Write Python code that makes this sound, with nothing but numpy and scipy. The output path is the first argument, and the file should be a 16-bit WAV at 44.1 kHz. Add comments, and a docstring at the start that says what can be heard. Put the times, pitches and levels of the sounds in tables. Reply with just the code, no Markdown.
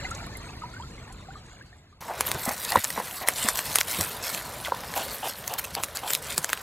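"""A dog lies in a shallow stream: water trickles and plips over a soft low rumble, and dies away.
Noise makes the flow; ringing bubbles and tiny clicks make the drops.
After two seconds, close up in a vegetable bed, another dog gnaws a big radish. Short noise bursts make
the crisp snaps, clicks and noise the rustling leaves and crumbling soil; shaped noise makes its snuffling.
Jaws close, teeth slip, and paws and muzzle thud on the ground: all short, fading rings."""
import sys
import numpy as np
from scipy import signal
from scipy.fft import rfft, irfft, next_fast_len
from scipy.io import wavfile
from scipy.ndimage import map_coordinates

SR = 44100
rng = np.random.default_rng(int(sys.argv[2]) if len(sys.argv) > 2 else 0)


def waveform_to_disk(signal):
    """Save audio, clipped to [-1, 1], as 16-bit WAV at the path in sys.argv[1]."""
    frames = np.transpose(np.atleast_2d(signal))
    scaled = np.clip(frames, -1, 1) * 32767
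    samples = np.round(scaled).astype(np.int16)
    wavfile.write(sys.argv[1], SR, samples)


N = 291934

GARDEN_START_S = 2.005   # the stream gives way to the vegetable bed
CUTOFF_HZ = 15800

# All levels in the tables are relative: the functions below add their own gains.


def from_db(db):
    """Turn decibels into a plain factor."""
    return 10 ** (np.asarray(db) / 20)


def rms_one(x):
    """Scale a sound to an average strength (rms) of 1."""
    return x / np.sqrt(np.mean(x ** 2) + 1e-20)


def in_time(rows):
    """The columns of a curve, one value per sample."""
    s, *columns = np.transpose(rows)
    return [np.interp(np.arange(N) / SR, s, column) for column in columns]


def seconds(length):
    """A clock that starts at 0 and lasts the given seconds."""
    return np.arange(int(length * SR)) / SR


def add(track, s, sound):
    """Mix a sound in at time s."""
    at = max(round(s * SR), 0)
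    track[at:at + len(sound)] += sound[:N - at]


def drift(rate):
    """Smooth random ups and downs around 0, with `rate` new values per second."""
    return np.interp(np.arange(N) / SR * rate, np.arange(4000), rng.standard_normal(4000))


def colour(x, spectrum):
    """Give a noise its balance of low and high pitches; rms 1."""
    hz, db = np.transpose(spectrum)
    size = next_fast_len(N)
    f = np.maximum(np.fft.rfftfreq(size, 1 / SR), 1)
    skirt = np.minimum(f / hz[0], 1) ** 2 * np.minimum(hz[-1] / f, 1) ** 2   # fade beyond both ends
    gain = skirt * from_db(np.interp(np.log(f), np.log(hz), db))
    return rms_one(irfft(rfft(x, size) * gain, size)[:N])


def band(x, low_hz, high_hz):
    """Keep the pitches between two limits."""
    edges = [low_hz, min(high_hz, SR / 2 - 1000)]
    return signal.sosfilt(signal.butter(2, edges, "band", fs=SR, output="sos"), x)


def resonate(x, hz, q):
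    """One resonance, gain 1 on top; a higher q rings longer."""
    r = np.exp(-np.pi * hz / q / SR)
    feed = np.array([1, 0, -1]) * (1 - r * r) / 2
    return signal.lfilter(feed, [1, -2 * r * np.cos(2 * np.pi * hz / SR), r * r], x + 1e-18)


def grains(per_s, spread_db, low_hz, high_hz, q, count=18):
    """Clumps of random clicks of uneven size, each ringing at one of many pitches; rms 1."""
    sizes = from_db(spread_db * np.minimum(rng.exponential(1, N), 4)) * rng.choice([-1, 1], N)
    chance = per_s * from_db(3 * drift(110)) / SR   # rises and falls, so clicks come in clumps
    clicks = sizes * (rng.random(N) < chance)
    dealt = rng.integers(0, count, N)
    pitches = np.geomspace(low_hz, min(high_hz, CUTOFF_HZ), count)
    return rms_one(sum(resonate(clicks * (dealt == k), hz, q) for k, hz in enumerate(pitches)))


def wander(x, depth_db, width_hz, per_s):
    """Surfaces that flex and move: peaks about width_hz wide come and go in the sound; rms 1."""
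    hz, s, frames = signal.stft(x, SR, nperseg=512)
    patches = rng.standard_normal((400, 500))
    where = np.meshgrid(hz / width_hz, s * per_s, indexing="ij")
    gain_db = depth_db * map_coordinates(patches, where, order=1, mode="mirror")
    return rms_one(signal.istft(frames * from_db(gain_db), SR)[1][:N])


# bites through root and stalk: (time [s], level [dB], crack pitch [Hz],
# knock of the flesh relative to the crack [dB])
BITES = [(2.207, -5, 10400, -2), (2.3145, -10.5, 10500, -1), (2.454, -16, 8500, -24),
         (2.491, -18, 7800, -5), (2.6494, -17, 3830, -11), (2.7034, -17, 4000, -5),
         (2.7196, -11.5, 4200, -13), (2.7587, -13, 3900, -7), (2.842, -7, 7400, -15),
         (2.848, -16.5, 5030, -3), (2.9032, -16.5, 9150, -11), (3.2738, -15.5, 7400, -4),
         (3.2848, -0.5, 9350, -1), (3.486, -2.5, 7660, -3.5), (3.5565, -17.5, 8000, -10),
         (3.5894, -12, 8800, -1), (3.756, 1, 9800, -7), (3.7845, -6.5, 3430, -2.5),
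         (3.806, -10.5, 7050, -12), (3.8106, -9, 5500, 3), (4.0089, -8.5, 8200, -8.5),
         (4.3466, -16, 8900, -3), (4.9378, -22.5, 4000, 0), (4.976, -17, 12900, -16),
         (5.477, -13, 12800, -9.5), (5.5372, -15, 12400, -14), (5.593, -15.5, 11750, -4),
         (5.75, -12, 4800, -10.5), (5.8347, -10.5, 8950, -3), (5.841, -16, 9500, -14),
         (5.97, -14.5, 4570, -13), (6.1042, -11.5, 8000, -3), (6.133, -6, 3670, -16),
         (6.1491, -6.5, 3840, -11), (6.3781, -3.5, 8250, -9), (6.4434, -8.5, 7600, -4),
         (6.492, -22.5, 7000, 5.5), (6.4989, -21.5, 6550, 3), (6.5298, -9, 3570, 3),
         (6.5735, -25.5, 2980, 2)]
# the flesh knocks at about the same pitch in every bite
KNOCK_HZ, KNOCK_SCATTER_OCT = 1460, 0.12


def snaps(run_s=0.00034, tear_s=0.00057, push=3, strain_s=0.0093, strain_db=-26,
          crumble_s=0.01, crumble_db=-19, crack_q=5.9, broad_db=-7, knock_q=0.89,
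          yield_s=0.001211, gain_db=-11, thin_hz=8000, broad_db_per_oct=4):
    """Cells give under strain, then a crack runs in about a millisecond; the flesh knocks and crumbles."""
    lead_s, span = .012, .003 * SR
    out, t = np.zeros(N), seconds(.06) - lead_s
    after = np.maximum(t, 0)
    strain = from_db(strain_db) * np.exp(-np.abs(t) / strain_s)
    tear = np.exp(-np.maximum(after - run_s, 0) / tear_s)
    crumble = from_db(crumble_db) * np.exp(-after / crumble_s)
    burst = np.where(t < 0, strain, tear + crumble)
    for s, crack_db, crack_hz, knock_db in list(BITES) + fibres():
        cells, flesh = rng.choice([-1, 1], (2, len(t))) * burst
        flesh[round(lead_s * SR)] += push   # the sudden release pushes the whole piece
        knock_hz = KNOCK_HZ * 2 ** (KNOCK_SCATTER_OCT * rng.standard_normal())
        # thick stalks crack lower and splinter less
        splinter_db = broad_db + broad_db_per_oct * np.log2(crack_hz / thin_hz)
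        splinter = from_db(splinter_db) * band(cells, 4370, 12900)
        crack = resonate(cells, crack_hz, crack_q) + splinter
        knock = band(resonate(flesh, knock_hz, knock_q) + 0.42 * flesh, 274, 2700)
        for part, db in ((crack, crack_db), (knock, crack_db + knock_db)):
            even = part * np.sqrt(span / np.sum(part ** 2))   # same energy before its level is set
            add(out, s + yield_s - lead_s, from_db(db + gain_db) * even)
    return out


# pushing through the plant: (time [s], leaves level [dB], soil level [dB])
STIRRING = [(2.12, -46, -44.5), (2.19, -41.5, -38), (2.36, -38, -38), (2.54, -36, -43.5), (2.68, -41, -43),
            (3.15, -36, -44), (3.61, -37, -40.5), (4.7, -41.5, -41.5), (4.99, -44, -39.5),
            (5.13, -37.5, -41), (5.26, -40.5, -43.5), (5.9, -47.5, -45), (6.35, -40, -43.5),
            (6.62, -46, -45.5)]
# small fibres give way at random, at a level above that of the leaves
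FIBRES_PER_S, FIBRE_DB, FIBRE_SPREAD_DB, FIBRE_KNOCK_DB = 22, 11.5, 1.5, -12
FIBRE_LOW_HZ, FIBRE_HIGH_HZ = 2800, 12000


def fibres():
    """Faint snaps at random moments, louder where the leaves are stirred more; rows like BITES."""
    span = N / SR - GARDEN_START_S
    when, size, pitch = rng.random((int(FIBRES_PER_S * span), 3)).T
    s = GARDEN_START_S + when * span
    leaves_db = in_time(STIRRING)[0][(s * SR).astype(int)]
    db = leaves_db + FIBRE_DB + FIBRE_SPREAD_DB * np.minimum(-np.log(1 - size), 2)
    crack_hz = FIBRE_LOW_HZ * (FIBRE_HIGH_HZ / FIBRE_LOW_HZ) ** pitch
    return [(at, level, hz, FIBRE_KNOCK_DB) for at, level, hz in zip(s, db, crack_hz)]


# the jaws close on root or stalk: (time [s], level [dB])
JAW_BLOWS = [(2.022, -26), (2.7566, 3.5), (2.7742, -18), (2.9766, -12), (3.0002, -15.5), (4.7208, -6),
             (4.743, -18.5)]
# the hollow of the mouth: (pitch [Hz], level [dB], time to fade by 60 dB [s])
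MOUTH_RINGS = [(542, -13, 0.025), (990, 3.5, 0.012), (1300, -5.5, 0.009)]


def clops(attack_s=0.0019, gain_db=4):
    """A soft blow of the jaws rings the hollow of the mouth, shaped a little differently each time."""
    out, t = np.zeros(N), seconds(.06)
    for s, db in JAW_BLOWS:
        ring = np.zeros(len(t))
        for hz, level, t60 in MOUTH_RINGS:
            shaped_hz = hz * (1 + 0.017 * rng.standard_normal())
            ring += from_db(level - 60 * t / t60) * np.sin(2 * np.pi * shaped_hz * t)
        add(out, s, from_db(db + gain_db) * (1 - np.exp(-t / attack_s)) * ring)
    return out


# a tooth slips on the root: (time [s], level [dB])
TOOTH_SLIPS = [(2.721, -19.5), (2.7703, -18.5), (2.7804, -23), (2.788, -26), (2.9032, -27)]
# what rings when it catches: (pitch [Hz], level [dB], time to fade by 60 dB [s])
TOOTH_RINGS = [(1937, 0.5, 0.028), (3830, -16, 0.018)]


def tooth_slips(grit=0.35):
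    """A tooth slips on the hard root and catches again with a short, gritty ring."""
    out, t = np.zeros(N), seconds(.04)
    for s, db in TOOTH_SLIPS:
        for hz, level, t60 in TOOTH_RINGS:
            rasp = rms_one(resonate(rng.standard_normal(len(t)), hz, 2))
            ring = np.sin(2 * np.pi * hz * t) + grit * rasp
            add(out, s, from_db(db + level - 60 * t / t60) * ring)
    return out


# balance of the leaf sound: (pitch [Hz], level per Hz [dB])
LEAF_SPECTRUM = [(900, -5), (1800, 1.5), (3000, -1.5), (4300, 0.5), (6000, -2.5), (8000, 0.5),
                 (11000, -0.5), (13500, 2.5), (14500, 0), (16000, -12)]
# balance of the soil sound: (pitch [Hz], level per Hz [dB])
SOIL_SPECTRUM = [(30, -11), (60, 5.5), (130, 4.5), (330, -4), (600, 2.5), (1000, -4), (1500, -4),
                 (2300, -11), (4000, -9.5)]


def rummage(leaves_gain_db=-2, soil_gain_db=0, crumbs_db=-6, slide_db=-7, hollow_db=-11, soil_slack=0.8):
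    """Stirred or dragged leaves crinkle, soil crumbs roll under them; the rubbing sounds in the open mouth."""
    leaves_db, soil_db = in_time(STIRRING)
    pause_db = slack()
    soil_db = soil_db + soil_slack * pause_db
    creases = grains(per_s=2600, spread_db=2.6, low_hz=1100, high_hz=15600, q=4.5)
    slide, flutter = rng.standard_normal(N), from_db(1.03 * drift(200))
    rubbing = colour(creases + from_db(slide_db) * slide, LEAF_SPECTRUM)
    crinkle = wander(rubbing, depth_db=5.5, width_hz=200, per_s=26) * flutter
    stirred = from_db(leaves_db + leaves_gain_db + pause_db + 2.3 * drift(30))
    leaves = (stirred + tugs()) * crinkle
    soil = wander(colour(rng.standard_normal(N), SOIL_SPECTRUM), depth_db=4, width_hz=130, per_s=30)
    crumbs = grains(per_s=650, spread_db=3.5, low_hz=448, high_hz=1950, q=4.0)
    hollow = rms_one(resonate(crumbs + soil, MOUTH_RINGS[1][0], 9)) * from_db(3 * drift(9))
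    ground = from_db(soil_gain_db) * soil + from_db(crumbs_db) * crumbs + from_db(hollow_db) * hollow
    return leaves + swishes(crinkle) + from_db(soil_db) * ground


# every bite pulls the leaves taut and lets them spring back
TUG_RISE_S, TUG_FALL_S = 0.0048, 0.0056
TUG_DB, TUG_FOLLOWS = -32, 0.41   # for a bite of 0 dB in the table; share of the bite's level


def tugs():
    """How strongly the leaves shake round each bite: a quick swell up to the snap and a quick fall."""
    out, t = np.zeros(N), seconds(.2) - .1
    swell = np.exp(-np.abs(t) / np.where(t < 0, TUG_RISE_S, TUG_FALL_S))
    for s, db, *_ in BITES:
        add(out, s + t[0], from_db(TUG_DB + TUG_FOLLOWS * db) * swell)
    return out


# the dog lets go of leaves and soil: (time [s], length [s], change in level [dB])
LETTING_GO = [(2.8, 0.038, -20), (3.02, 0.24, -1), (3.229, 0.042, -13), (3.33, 0.03, -3.5),
              (3.803, 0.047, -5), (5.314, 0.088, -2.5), (5.855, 0.09, -1)]


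def slack():
    """The leaves grow quieter for a moment whenever the dog lets go; dB."""
    out = np.zeros(N)
    for s, length, db in LETTING_GO:
        add(out, s, db * np.hanning(len(seconds(length))) ** 0.38)
    return out


# leaves dragged and torn: (time [s], length [s], level [dB], strongest pitch [Hz],
# growth over the stroke [dB])
LEAF_STROKES = [(2.265, 0.036, -30, 12000, -7), (2.592, 0.26, -36.5, 3700, 0), (3.357, 0.16, -29, 3500, 4),
                (3.563, 0.055, -32.5, 8000, -3), (3.668, 0.12, -33.5, 2800, 8),
                (3.872, 0.22, -32.5, 9200, -5.5), (4.228, 0.18, -32, 13300, -6),
                (4.953, 0.11, -34.5, 4360, -3), (5.252, 0.049, -37.5, 3670, 17),
                (5.581, 0.022, -29, 12600, 0), (5.636, 0.018, -31.5, 13000, 6),
                (5.949, 0.051, -35, 4370, -11), (6.074, 0.092, -33.5, 3150, -12),
                (6.217, 0.13, -35, 3300, 2)]


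def swishes(crinkle, leaf_q=26.0, leaf_db=0, stalk_db=-10, gain_db=-2.5):
    """A dragged leaf catches and slips: its own resonance colours the crinkle; its stalk scrapes duller."""
    out = np.zeros(N)
    scrape = grains(per_s=1700, spread_db=3.0, low_hz=465, high_hz=2160, q=5.4)
    catch = from_db(2.5 * drift(600))
    for s, length, db, hz, growth_db in LEAF_STROKES:
        stroke = slice(int(s * SR), int((s + length) * SR))
        rub = (crinkle * catch)[stroke]
        blade = rms_one(rub + from_db(leaf_db) * resonate(rub, hz, leaf_q))
        growth = from_db(growth_db * np.linspace(-.5, .5, len(rub)))
        swell = np.hanning(len(rub)) ** 0.12 * growth
        add(out, s, from_db(db + gain_db) * swell * (blade + from_db(stalk_db) * scrape[stroke]))
    return out


# a scrape that falls in pitch just before the jaws close
SCRAPE_S, SCRAPE_LENGTH_S, SCRAPE_DB, SCRAPE_FROM_HZ, SCRAPE_TO_HZ = 4.643, 0.052, -32.5, 3300, 680


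def falling_scrape(q=3.2, count=5):
    """Gritty rubbing in a resonance that slides down, as a run of overlapping steps."""
    out, step_s = np.zeros(N), SCRAPE_LENGTH_S / (count + 1)
    swell = np.sqrt(np.hanning(len(seconds(2 * step_s))))
    for k, hz in enumerate(np.geomspace(SCRAPE_FROM_HZ, SCRAPE_TO_HZ, count)):
        grit = rng.standard_normal(SR // 10) ** 3   # cubing makes the noise spiky
        rub = rms_one(resonate(grit, hz, q))[-len(swell):]
        add(out, SCRAPE_S + k * step_s, from_db(SCRAPE_DB) * swell * rub)
    return out


# the dog's nose in the plant, in even bouts: (start time [s], time from puff to puff [s], end time [s],
# level of the first puff [dB], hiss relative to the puff [dB], hiss pitch [Hz])
NOSE_BOUTS = [(2.08, 0.24, 2.2, -32, -15, 1900), (2.46, 0.25, 3.55, -30.5, -7, 1900),
              (4.958, 0.268, 6.15, -30, -8, 2900)]
# the first puff is the longest; each next one is weaker
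PUFF_S, FIRST_PUFF_S, PUFF_FADE_DB, NOSTRIL_HZ = 0.077, 0.092, -1.56, 765


def snuffles(nostril_q=2.7, hiss_q=3.1, flutter_db=3, gain_db=0.0):
    """Puffs from the nose swell fast and ebb, fluttering against the leaves and stirring up grit."""
    out = np.zeros(N)
    for start, period, end, db, hiss_db, hiss_hz in NOSE_BOUTS:
        for k, s in enumerate(np.arange(start, end, period)):
            air, grit = rng.standard_normal((2, SR // 4))
            nostril = rms_one(resonate(band(air, 130, 1430), NOSTRIL_HZ, nostril_q))
            hiss = rms_one(resonate(resonate(grit * grit * grit, hiss_hz, hiss_q), hiss_hz, hiss_q))
            puff_s = PUFF_S if k else FIRST_PUFF_S
            progress = np.minimum(np.arange(len(air)) / SR / puff_s, 1)
            swell = np.sin(np.pi * progress ** 0.48)   # early top, slow ebb
            puff = swell * (nostril + from_db(hiss_db) * hiss)
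            add(out, s, from_db(db + gain_db + k * PUFF_FADE_DB) * puff)
    return out * from_db(flutter_db * drift(200))


# paws and muzzle on soft ground: (time [s], level [dB], pitch [Hz])
GROUND_BLOWS = [(2.345, -31, 125), (2.472, -31, 248), (2.76, -30.5, 218), (2.77, -29.5, 96),
                (2.978, -36, 203), (3.446, -32.5, 220), (3.985, -30.5, 182), (4.001, -29.5, 97),
                (6.378, -33.5, 160)]


def thuds(t60=0.07, attack_s=0.0044, earth=0.71):
    """Soft earth gives a few low cycles and a dull scuff."""
    out, t = np.zeros(N), seconds(0.12)
    for s, db, hz in GROUND_BLOWS:
        scuff = rms_one(band(rng.standard_normal(len(t)), 46, 1040))
        push = np.sin(2 * np.pi * hz * t) + earth * scuff
        add(out, s, from_db(db + 10.0 - 60 * t / t60) * (1 - np.exp(-t / attack_s)) * push)
    return out


# the flow of the stream: (time [s], rumble level [dB], wash level [dB], spray level [dB])
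FLOW = [(0.0, -39, -40.5, -43.5), (0.49, -43, -46, -50.5), (1.114, -44.5, -51, -55.5),
        (1.61, -51, -54.5, -57.5), (1.98, -58, -64.5, -69)]
# balance of the low rumble: (pitch [Hz], level per Hz [dB])
RUMBLE_SPECTRUM = [(25, -10), (42, 1.5), (113, 0), (260, -13), (500, -20)]
# balance of the soft wash: (pitch [Hz], level per Hz [dB])
WASH_SPECTRUM = [(150, -3.5), (300, -3.5), (600, -7), (1300, -11), (2200, -9), (3000, -20), (4500, -13.5)]
# balance of the fine spray: (pitch [Hz], level per Hz [dB])
SPRAY_SPECTRUM = [(2000, -31), (3000, -7.5), (4200, 0), (5300, -15.5), (7300, -1), (9000, -19.5),
                  (12500, -46), (14500, -40)]
# water lapping all around, different at the two sides: (pitch [Hz], level per Hz [dB])
LAPPING_SPECTRUM = [(60, -29), (133, -6), (1040, 6), (1720, -12), (4320, 5), (9000, -55)]
STREAM_LAG_S = 0.00009   # the water lies to the left and reaches the right side later


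def stream(spray_db=-5, wash_gain_db=-3, bubbles_db=-3.5, rumble_gain_db=1, lapping_db=-7.0, ticks_db=-17):
    """Small bubbles in a soft wash, fine spray with lone ticks above and a rumble below; left and right."""
    rumble_db, wash_db, spray_level_db = in_time(FLOW)
    rumble = from_db(rumble_db + rumble_gain_db) * colour(rng.standard_normal(N), RUMBLE_SPECTRUM)
    wash_noise = colour(rng.standard_normal(N), WASH_SPECTRUM)
    wash = from_db(wash_db + wash_gain_db) * wander(wash_noise, depth_db=6.0, width_hz=120, per_s=24)
    crowd = gurgle(per_s=400, low_hz=520, high_hz=2900, spread_db=2.7, small_db=-2)
    bubbles = from_db(wash_db + bubbles_db) * crowd
    drops = grains(per_s=3200, spread_db=1.4, low_hz=2630, high_hz=11900, q=18)
    fine = wander(colour(drops, SPRAY_SPECTRUM), depth_db=6, width_hz=331, per_s=19)
    spray = from_db(spray_level_db + spray_db + 2.9 * drift(28.06)) * fine
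    lone = grains(per_s=22, spread_db=-0.5, low_hz=5500, high_hz=11200, q=22)
    ticks = from_db(spray_level_db + ticks_db) * lone
    water = rumble + wash + bubbles + plips()
    lapping_noise = colour(rng.standard_normal(N), LAPPING_SPECTRUM)
    lapping = from_db(wash_db + lapping_db) * wander(lapping_noise, depth_db=4.5, width_hz=202, per_s=22)
    # lapping is flipped at the right, so it seems to come from all around
    left, right = water + lapping, np.roll(water, round(STREAM_LAG_S * SR)) - lapping
    return np.array([left, right]) + spray + ticks + spatters()


# large air bubbles: (time [s], level [dB], starting pitch [Hz], rise [starting pitches per s])
LARGE_BUBBLES = [(0.051, -22.5, 2030, 1.8), (0.113, -26, 1336, 2.1), (0.203, -37, 1350, 5),
                 (0.353, -31, 2060, 2.2), (0.489, -36, 2560, 1.8), (0.619, -32, 1235, 2.4),
                 (0.636, -29, 952, 1.4), (0.737, -37, 1385, 4.3), (0.765, -33.5, 1470, 5.7),
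                 (0.799, -34, 895, 8.1), (0.823, -35, 3200, 2), (0.834, -37, 1300, 3),
                 (0.979, -39.5, 2110, 2), (1.285, -38, 746, 3), (1.305, -39, 1370, 14),
                 (1.355, -36, 1187, 3), (1.61, -38, 1550, 12), (1.728, -43.5, 1770, 4),
                 (1.926, -49.5, 1170, 3)]


def plips(attack_s=0.0014, cycles=50, gain_db=2, linger_db=-12, linger_cycles=170):
    """A bubble rings for some tens of cycles, lingers faintly and climbs in pitch as it nears the surface."""
    out, t = np.zeros(N), seconds(.14)
    for s, db, hz, rise_per_s in LARGE_BUBBLES:
        phase = 2 * np.pi * hz * (t + rise_per_s * t * t / 2)
        ring = from_db(-60 * t * hz / cycles) + from_db(linger_db - 60 * t * hz / linger_cycles)
        add(out, s, from_db(db + gain_db) * ring * (1 - np.exp(-t / attack_s)) * np.sin(phase))
    return out


def gurgle(per_s, low_hz, high_hz, spread_db, small_db, clump_db=3.5):
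    """A crowd of brief bubbles, louder in clumps; the smaller, the higher and fainter; rms 1 while it lasts."""
    cycles, mean_rise_per_s = 58, 2.5   # length of the ring; rise in starting pitches per s
    out, t = np.zeros(N), seconds(.11)
    for when, small, loud, rise in rng.random((int(per_s * GARDEN_START_S), 4)):
        hz = low_hz * (high_hz / low_hz) ** np.sqrt(small)   # small bubbles are the more common
        db = spread_db * min(-np.log(1 - loud), 2) + small_db * small - 60 * t * hz / cycles
        phase = 2 * np.pi * hz * (t + rise * mean_rise_per_s * t * t)
        add(out, when * GARDEN_START_S, from_db(db) * (1 - np.exp(-t * hz / 2)) * np.sin(phase))
    clumped = rms_one(out * from_db(clump_db * drift(22.15)))
    return clumped * np.sqrt(GARDEN_START_S * SR / N)   # allow for the silence after the stream


# droplets spatter on the surface: (time [s], level [dB], pitch [Hz])
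DROPLETS = [(0.109, -28, 6900), (0.1492, -28.5, 6300), (0.3696, -32.5, 10200), (1.1248, -37.5, 7900)]


def spatters(gain_db=-6, q=2.5):
    """A droplet breaks the surface with a short bright tick."""
    decay_s = 0.005
    out, t = np.zeros(N), seconds(0.027)
    for s, db, hz in DROPLETS:
        fizz = rms_one(resonate(resonate(rng.standard_normal(len(t)), hz, q), hz, q))
        add(out, s, from_db(db + gain_db) * np.exp(-t / decay_s) * fizz)
    return out


def scene():
    """First the stream, a little to the left; then the vegetable bed, straight ahead."""
    in_garden = np.clip((np.arange(N) / SR - GARDEN_START_S) / .004, 0, 1)   # crossfade of 4 ms
    mouth = snaps() + clops() + tooth_slips()
    garden = mouth + rummage() + falling_scrape() + snuffles() + thuds()
    return (1 - in_garden) * stream() + in_garden * garden


def record(dry):
    """The highest peaks are rounded and the top of the treble is cut."""
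    rounded = .9 * np.tanh(dry / .9)
    return signal.sosfilt(signal.ellip(10, .2, 80, CUTOFF_HZ, fs=SR, output="sos"), rounded)


dry = scene()
out = record(dry)
waveform_to_disk(out)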